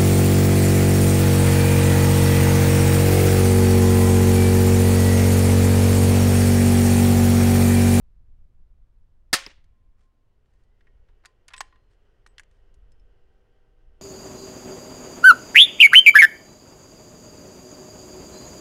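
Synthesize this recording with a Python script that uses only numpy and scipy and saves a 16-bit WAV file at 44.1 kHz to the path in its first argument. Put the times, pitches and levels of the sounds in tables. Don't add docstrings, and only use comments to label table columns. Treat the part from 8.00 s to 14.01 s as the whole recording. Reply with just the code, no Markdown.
import sys
import numpy as np
from scipy import signal
from scipy.fft import rfft, irfft, next_fast_len
from scipy.io import wavfile
from scipy.ndimage import uniform_filter1d

SR = 44100
rng = np.random.default_rng(int(sys.argv[2]) if len(sys.argv) > 2 else 0)


def wav_out(sig):
    wavfile.write(sys.argv[1], SR, np.round(np.clip(np.atleast_2d(sig).T, -1, 1) * 32767).astype(np.int16))


N = 265129
TIME = np.arange(N) / SR
SHOT_S = 1.3297


def amp(db):
    return 10 ** (np.asarray(db) / 20)


def unit(x):
    return x / np.sqrt(np.mean(x ** 2) + 1e-20)


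def read(points, hz):
    f, value = np.transpose(points)
    return np.interp(np.log(hz + 1), np.log(f + 1), value)


def add(mix, s, sound):
    part = mix[round(s * SR):][:len(sound)]
    part += sound[:len(part)]


def noise(colour, size=N):
    padded = next_fast_len(size)
    hz = np.fft.rfftfreq(padded, 1 / SR)
    spectrum = rfft(rng.standard_normal(padded)) * amp(read(colour, hz))
    return unit(irfft(spectrum, padded)[:size])


def band(centre_hz, octaves, size=2 * SR):
    hz = np.geomspace(20, SR / 2, num=128)
    band_db = -10 * np.log10(1 + (np.log2(hz / centre_hz) / octaves) ** 6)
    return noise(np.c_[hz, band_db], size=size)


def drift(per_s):
    targets = rng.standard_normal(4096)
    return unit(np.interp(TIME * per_s, np.arange(len(targets)), targets))


def swell(t, rise, t60):
    return (1 - np.exp(-t / rise)) * np.exp(-np.log(1000) * t / t60)


def arch(s, length):
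    return np.sin(np.pi * np.clip((TIME - s) / length, 0, 1))


def fade_in(halfway_s, swell_s, db):
    return amp(db) / (1 + np.exp((halfway_s - TIME) / swell_s))


def ring(t, hz, db, rise, t60):
    return amp(db) * swell(t, rise, t60) * np.sin(2 * np.pi * (hz * t + rng.random()))


def shortest_pulse(gain_db):
    log_gain = np.log(amp(np.r_[gain_db, gain_db[-2:0:-1]]))
    return np.fft.ifft(np.exp(np.conj(signal.hilbert(log_gain)))).real


def wind():
    # peak t/s, level/dB, half length/s
    gusts = [(.3, -50, 0.67), (1.68, -53, .2), (3, -52.5, .15), (4.98, -54.5, 0.36), (5.9, -55, .12)]
    # f/Hz, level/dB
    wind_colour = [(5, -3), (15, 2), (32, 0), (60, -9.5), (100, -20), (200, -34), (400, -51), (1000, -79.5)]
    # f/Hz, level/dB
    hush_colour = [(120, -28.5), (200, -6), (328, -10.5), (440, -12.5), (709, -16), (821, -19),
                   (950, -18.5), (1020, -19), (16000, -45.5)]
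    breeze_power = amp(-59) ** 2
    gust_power = sum(amp(db) ** 2 * np.exp(-((TIME - s) / half) ** 2) for s, db, half in gusts)
    swirls = noise(wind_colour) * amp(1.3 * drift(4.2))
    hush = amp(-78.5) * noise(hush_colour)
    rumble = amp(-72.5) * band(centre_hz=80, octaves=.6, size=N)
    return np.sqrt(breeze_power + gust_power) * swirls + hush + rumble


def gas():
    # f/Hz, level/dB
    gas_colour = [(60, -35.5), (250, -25), (420, -23.5), (700, -15), (1000, -11), (1400, -9.5),
                  (1800, -3.5), (2400, -10.5), (3400, -12), (4700, -6), (6000, -14.5), (7500, -12),
                  (10500, -17), (15500, -33.5)]
    attack_s, flow_s = 0.0009, .0128
    build_db_per_s, drop_db, fade_db_per_s = 400, 4, 790
    t = TIME[:SR // 4]
    flowing, after = np.minimum(t, flow_s), np.maximum(t - flow_s, 0)
    db = -17.5 + build_db_per_s * flowing - drop_db * (after > 0) - fade_db_per_s * after
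    return noise(gas_colour, size=len(t)) * amp(db) * (1 - np.exp(-t / attack_s))


def scatter(colour):
    # f/Hz, t60/s
    fade_times = [(200, 0.41), (900, .3), (2500, .36), (5000, .32), (8000, .27), (14000, .22)]
    hz, t, spectra = signal.stft(noise(colour, size=SR), SR, nperseg=256)
    patches = unit(uniform_filter1d(rng.standard_normal(spectra.shape), size=12, axis=0))
    spectra = spectra * amp(2.5 * patches)
    fade = np.exp(-np.log(1000) * t / read(fade_times, hz)[:, None])
    tail = signal.istft(spectra * fade, SR, nperseg=256)[1][:SR]
    return tail * (1 - np.exp(-TIME[:SR] / .008))


def shot():
    # t/s, level/dB, push length/s
    fronts = [(1.3298, -17.5, 0.00064), (1.334, -13.5, 0.00082), (1.3435, -17.5, .0008)]
    # f/Hz, relative level/dB, t60/s
    blast_tones = [(288, -37, 0.033), (545, -39, 0.32), (727, -31.5, 0.14), (1077, -31, 0.19),
                   (1305, -26, 0.12), (1424, -27.5, 0.063), (1794, -17, .11), (1826, -25, .13),
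                   (2103, -19.5, 0.12), (2540, -30, .12), (4420, -20.5, 0.12), (4685, -21, .08),
                   (4910, -19, 0.1), (4920, -24.5, 0.1), (5150, -25.5, 0.1384), (6350, -29.5, 0.14),
                   (8200, -27, 0.068)]
    # f/Hz, level/dB
    tail_colour = [(80, -15), (250, -17), (550, -13.5), (900, -5.5), (1900, 0.5), (3200, -1.5), (5500, -6),
                   (9000, -11.5), (12000, -23.5), (16000, -38)]
    crack_colour = [(300, 0.5), (6000, 0), (12000, -4), (16000, -8.0)]  # f/Hz, level/dB
    out = np.zeros(N)
    add(out, SHOT_S, gas())
    for s, db, push_s in fronts:
        age = TIME[:2048] / push_s
        pressure = (1 - age) * np.exp(-age)
        crack = amp(2.5) * noise(crack_colour, size=len(age)) * np.exp(-age)
        add(out, s, amp(db) * (pressure + crack))
    tones = sum(ring(TIME[:SR], hz, db, 0.001, t60) for hz, db, t60 in blast_tones)
    add(out, SHOT_S, amp(-1.5) * tones)
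    add(out, SHOT_S, amp(-28.5) * scatter(tail_colour))
    return out


def echoes():
    # t/s, level/dB, smear/s, t60/s
    bank_echoes = [(1.389, -39.5, 0.0042, 0.095), (1.495, -48, 0.0059, 0.096), (1.512, -50, 0.0027, 0.047),
                   (1.573, -65, .008, .12)]
    # f/Hz, level/dB
    echo_colour = [(100, -20.5), (500, -11), (1000, -9.5), (2100, -2), (3500, -2), (5500, 1), (9000, -1.5),
                   (14000, -17)]
    # level/dB, centre f/Hz, half width/octaves, rise/s, t60/s
    slap_parts = [(-27.5, 4900, 0.095, 0.00018, 0.0058), (-38.5, 1450, 1.1, .0005, 0.049),
                  (-38, 200, 1.35, .003, 0.047)]
    slap_s, air_loss_db_per_khz_s = 1.4642, 20
    out, t = np.zeros(N), TIME[:2 * SR]
    hz, colour_db = np.transpose(echo_colour)
    for s, db, smear, t60 in bank_echoes:
        dulled_db = colour_db - air_loss_db_per_khz_s * (s - SHOT_S) * hz / 1000
        add(out, s, amp(db) * noise(np.c_[hz, dulled_db], size=len(t)) * swell(t, smear, t60))
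    for db, centre_hz, octaves, rise, t60 in slap_parts:
        add(out, slap_s, amp(db) * band(centre_hz, octaves) * swell(t, rise, t60))
    roll = amp(-72) * band(centre_hz=1300, octaves=1) * swell(t, rise=.1, t60=1.6)
    add(out, SHOT_S, roll)
    return out


def aftertone():
    strength = amp(-84.5 + 3.5 * drift(14)) * arch(s=1.47, length=.9)
    pitch_hz = 1050 * (1 + 0.0071 * drift(30))
    return strength * np.sin(2 * np.pi * np.cumsum(pitch_hz) / SR)


def bolt():
    # t/s, relative level/dB,
    # lows/dB, mids/dB and highs/dB (next to 1800 Hz), t60/s, receiver ring/dB
    knocks = [(1.642, -73.5, -8, 7, 7, .03, -34), (2.009, -79, -2, 0, -2, .024, -32),
              (2.4585, -73, -5, 1, -8, .03, -32), (2.537, -73, -3, -2, -3, .03, -32),
              (2.637, -75, -6, 2, 4, .02, -32), (2.808, -61, -4, -2, -19, .036, -31),
              (2.8692, -49.5, -19, -19, -30, .04, -20), (3.086, -66.5, 7.5, 0.5, -13, 0.069, -31),
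              (3.2375, -59, 12, -9, -18, 0.052, -31), (3.2499, -44, 0, -2.5, -17, 0.023, -31),
              (3.2567, -40.5, 1, -1.5, -1, 0.028, -32), (3.4821, -41.5, -13, 0, 2, .019, -31),
              (3.486, -43.5, -8, -3, -6, 0.033, -31), (3.5038, -50, 1, -3, -17, 0.06, -31),
              (3.5102, -51, -5, -16, -22, 0.061, -29), (3.522, -51.5, -6, -15, -20, 0.077, -29),
              (3.5356, -36, -6, -2, -8.5, 0.032, -25), (3.5393, -40.5, 2.5, 7, -9, 0.032, -17.5),
              (3.5648, -44, -13, -1, 0, 0.023, -38), (3.5798, -36, -12, -3, -6, 0.016, -35),
              (3.606, -26.5, 3.5, 0.5, -1.5, 0.027, -36), (3.612, -32.5, -5, 2.5, -1, 0.018, -29),
              (3.7258, -54, 0, -1.5, -25.5, .02, -14.5), (3.7586, -57, -4, -3.5, -21, 0.029, -22),
              (4.2635, -38.5, -4, -9, -14, 0.0058, -39), (4.2658, -43, 0, -3, -3, 0.01, -45),
              (4.2735, -57, -6, 3, 4, .014, -35), (4.382, -37.5, -14, 4.5, -7.5, 0.021, -42),
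              (4.3963, -30.5, -15, -9.5, -9, 0.011, -45), (4.401, -46, -7, -21, -5, 0.033, -40),
              (4.434, -52, -9, -5, -7, 0.018, -40), (4.512, -68, -16, 1, 0, .025, -36),
              (4.7417, -69.5, -10, 6, 9.5, 0.029, -36), (4.9196, -69.5, -8, 6, 11.5, .018, -36),
              (4.9965, -76, -4, 6, 0, .025, -36)]
    # f/Hz, level/dB
    knock_colour = [(100, -27.5), (280, -17.5), (450, -12.5), (640, -2.5), (800, -0.5), (1050, 0),
                    (1800, 4.5), (2400, -1), (4700, -3), (7000, -4), (10500, -12.5), (13000, -30),
                    (16000, -32)]
    # f/Hz, relative level/dB, t60/s
    receiver_tones = [(820, -8.5, 0.074), (1033, 1.5, 0.21), (1130, -0.5, 0.13), (1430, -18, .1),
                      (1870, -9.5, 0.23), (2120, -20.5, 0.099), (2430, -14, .1), (2800, -16, 0.16),
                      (3330, -19, 0.12), (3960, -31, .14), (4300, -20, .06), (6550, -21, .08)]
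    # f/Hz, level/dB, t60/s
    stop_tones = [(460, -44.5, .025), (660, -43, 0.022), (823, -26.5, 0.023), (1065, -23.5, 0.029),
                  (1520, -26, .022), (1823, -31, 0.042)]
    stop_s, ground_delay_s = 3.606, .0042
    out, t, hz = np.zeros(N), TIME[:16384], np.fft.rfftfreq(1024, 1 / SR)
    for s, db, low_db, mid_db, high_db, t60, ring_db in knocks:
        chatter = rng.standard_normal(len(t)) * swell(t, 0.00027, t60)
        chatter[0] += 2.5
        ringing = sum(ring(t, f, tone_db, .0007, fade) for f, tone_db, fade in receiver_tones)
        hardness = np.c_[[300, 900, 1800, 3500, 7000], [min(low_db, -5), low_db, 0, mid_db, high_db]]
        click = shortest_pulse(read(knock_colour, hz) + read(hardness, hz))
        knock = signal.fftconvolve(chatter + amp(ring_db) * ringing, click)
        add(out, s, amp(db + 6.5) * knock)
        add(out, s + ground_delay_s, amp(db - 8.5) * knock)
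    add(out, stop_s, sum(ring(t, f, tone_db, 0.0012, fade) for f, tone_db, fade in stop_tones))
    tail = scatter([(200, 14), (1000, -3), (3000, 1.5), (6000, -5), (14000, -9)])
    scattered = signal.fftconvolve(out, tail / np.linalg.norm(tail))[:N]
    return out + amp(-24) * scattered


def rubs():
    # t/s, level/dB, length/s
    movements = [(1.965, -77.5, .11), (2.419, -83.5, 0.29), (2.75, -86, 0.15), (3.26, -78, 0.064),
                 (3.497, -66, 0.21), (3.888, -76, 0.076), (4.483, -79.5, 0.15)]
    # f/Hz, level/dB
    rub_colour = [(300, 12), (1600, 12.5), (5000, 3.5), (9000, -1), (14000, -30)]
    strokes = sum(amp(db) * arch(s, length) for s, db, length in movements)
    friction = unit(noise(rub_colour) * amp(2.6 * drift(250)))
    return strokes * friction


def engine():
    # f/Hz, level/dB
    roar_colour = [(120, -13.5), (260, -8), (410, 5.5), (650, -5.5), (1150, -12), (1550, -8), (1700, -15),
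                   (1900, -8.5), (2250, -19), (3000, -11), (3700, -25), (5200, -24.5), (8000, -36),
                   (14000, -44)]
    # f/Hz, relative level/dB
    hum_tones = [(317.6, -86.5), (387.6, -81.5), (484.5, -79), (635.2, -87.5), (775.2, -84.5), (1572, -89),
                 (1884, -98), (3138, -100)]
    whine_s, wind_up_s, from_hz, to_hz = 2.47, .46, 1700, 2450
    roar = unit(noise(roar_colour) * amp(0.85 * drift(16)))
    roar *= fade_in(halfway_s=2.6, swell_s=0.36, db=-73)
    speed = 1 + 0.0033 * drift(6)
    engine_time = np.cumsum(speed) / SR
    hum = np.sqrt(2) * sum(amp(db) * np.sin(2 * np.pi * hz * engine_time) for hz, db in hum_tones)
    hum *= fade_in(halfway_s=4.75, swell_s=0.41, db=1.5)
    t = np.maximum(TIME - whine_s, 0)
    whine_hz = to_hz + (from_hz - to_hz) * np.exp(-t / wind_up_s)
    whine = np.sin(2 * np.pi * np.cumsum(whine_hz * speed) / SR)
    whine *= amp(-74.5) * swell(t, rise=.35, t60=2.5)
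    return roar + hum + whine


def metal_pings():
    # t/s, f/Hz, level/dB
    pings = [(3.257, 4690, -51.5), (3.538, 2570, -38.5), (4.921, 5200, -67), (4.997, 5260, -68)]
    out = np.zeros(N)
    for s, hz, db in pings:
        add(out, s, ring(TIME[:SR], hz, db, rise=0.00038, t60=0.055))
    return out


def brass_case():
    # f/Hz, relative level/dB, t60/s
    case_tones = [(4156, -36, 1.2), (5170, -30.5, .55), (8050, 0, 0.12)]
    # t/s, level/dB, rise/s
    touches = [(3.572, -46, .0037), (3.579, -46.5, .0007), (4.28, -64, .01)]
    out = np.zeros(N)
    for s, db, rise in touches:
        ringing = sum(ring(TIME[:2 * SR], hz, tone_db, rise, t60) for hz, tone_db, t60 in case_tones)
        add(out, s, amp(db) * ringing)
    return out


def scene():
    mix = wind() + shot() + echoes() + aftertone()
    mix += bolt() + rubs() + engine() + metal_pings() + brass_case()
    return mix[None]


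def record(dry):
    ceiling, cutoff_hz = .4, 16100
    squashed = dry / (1 + (dry / ceiling) ** 4) ** (1 / 4)
    treble_cut = signal.firwin(255, cutoff_hz, window=("kaiser", 9), fs=SR)
    return signal.oaconvolve(squashed, treble_cut[None], "same")


dry = scene()
out = record(dry)
wav_out(out)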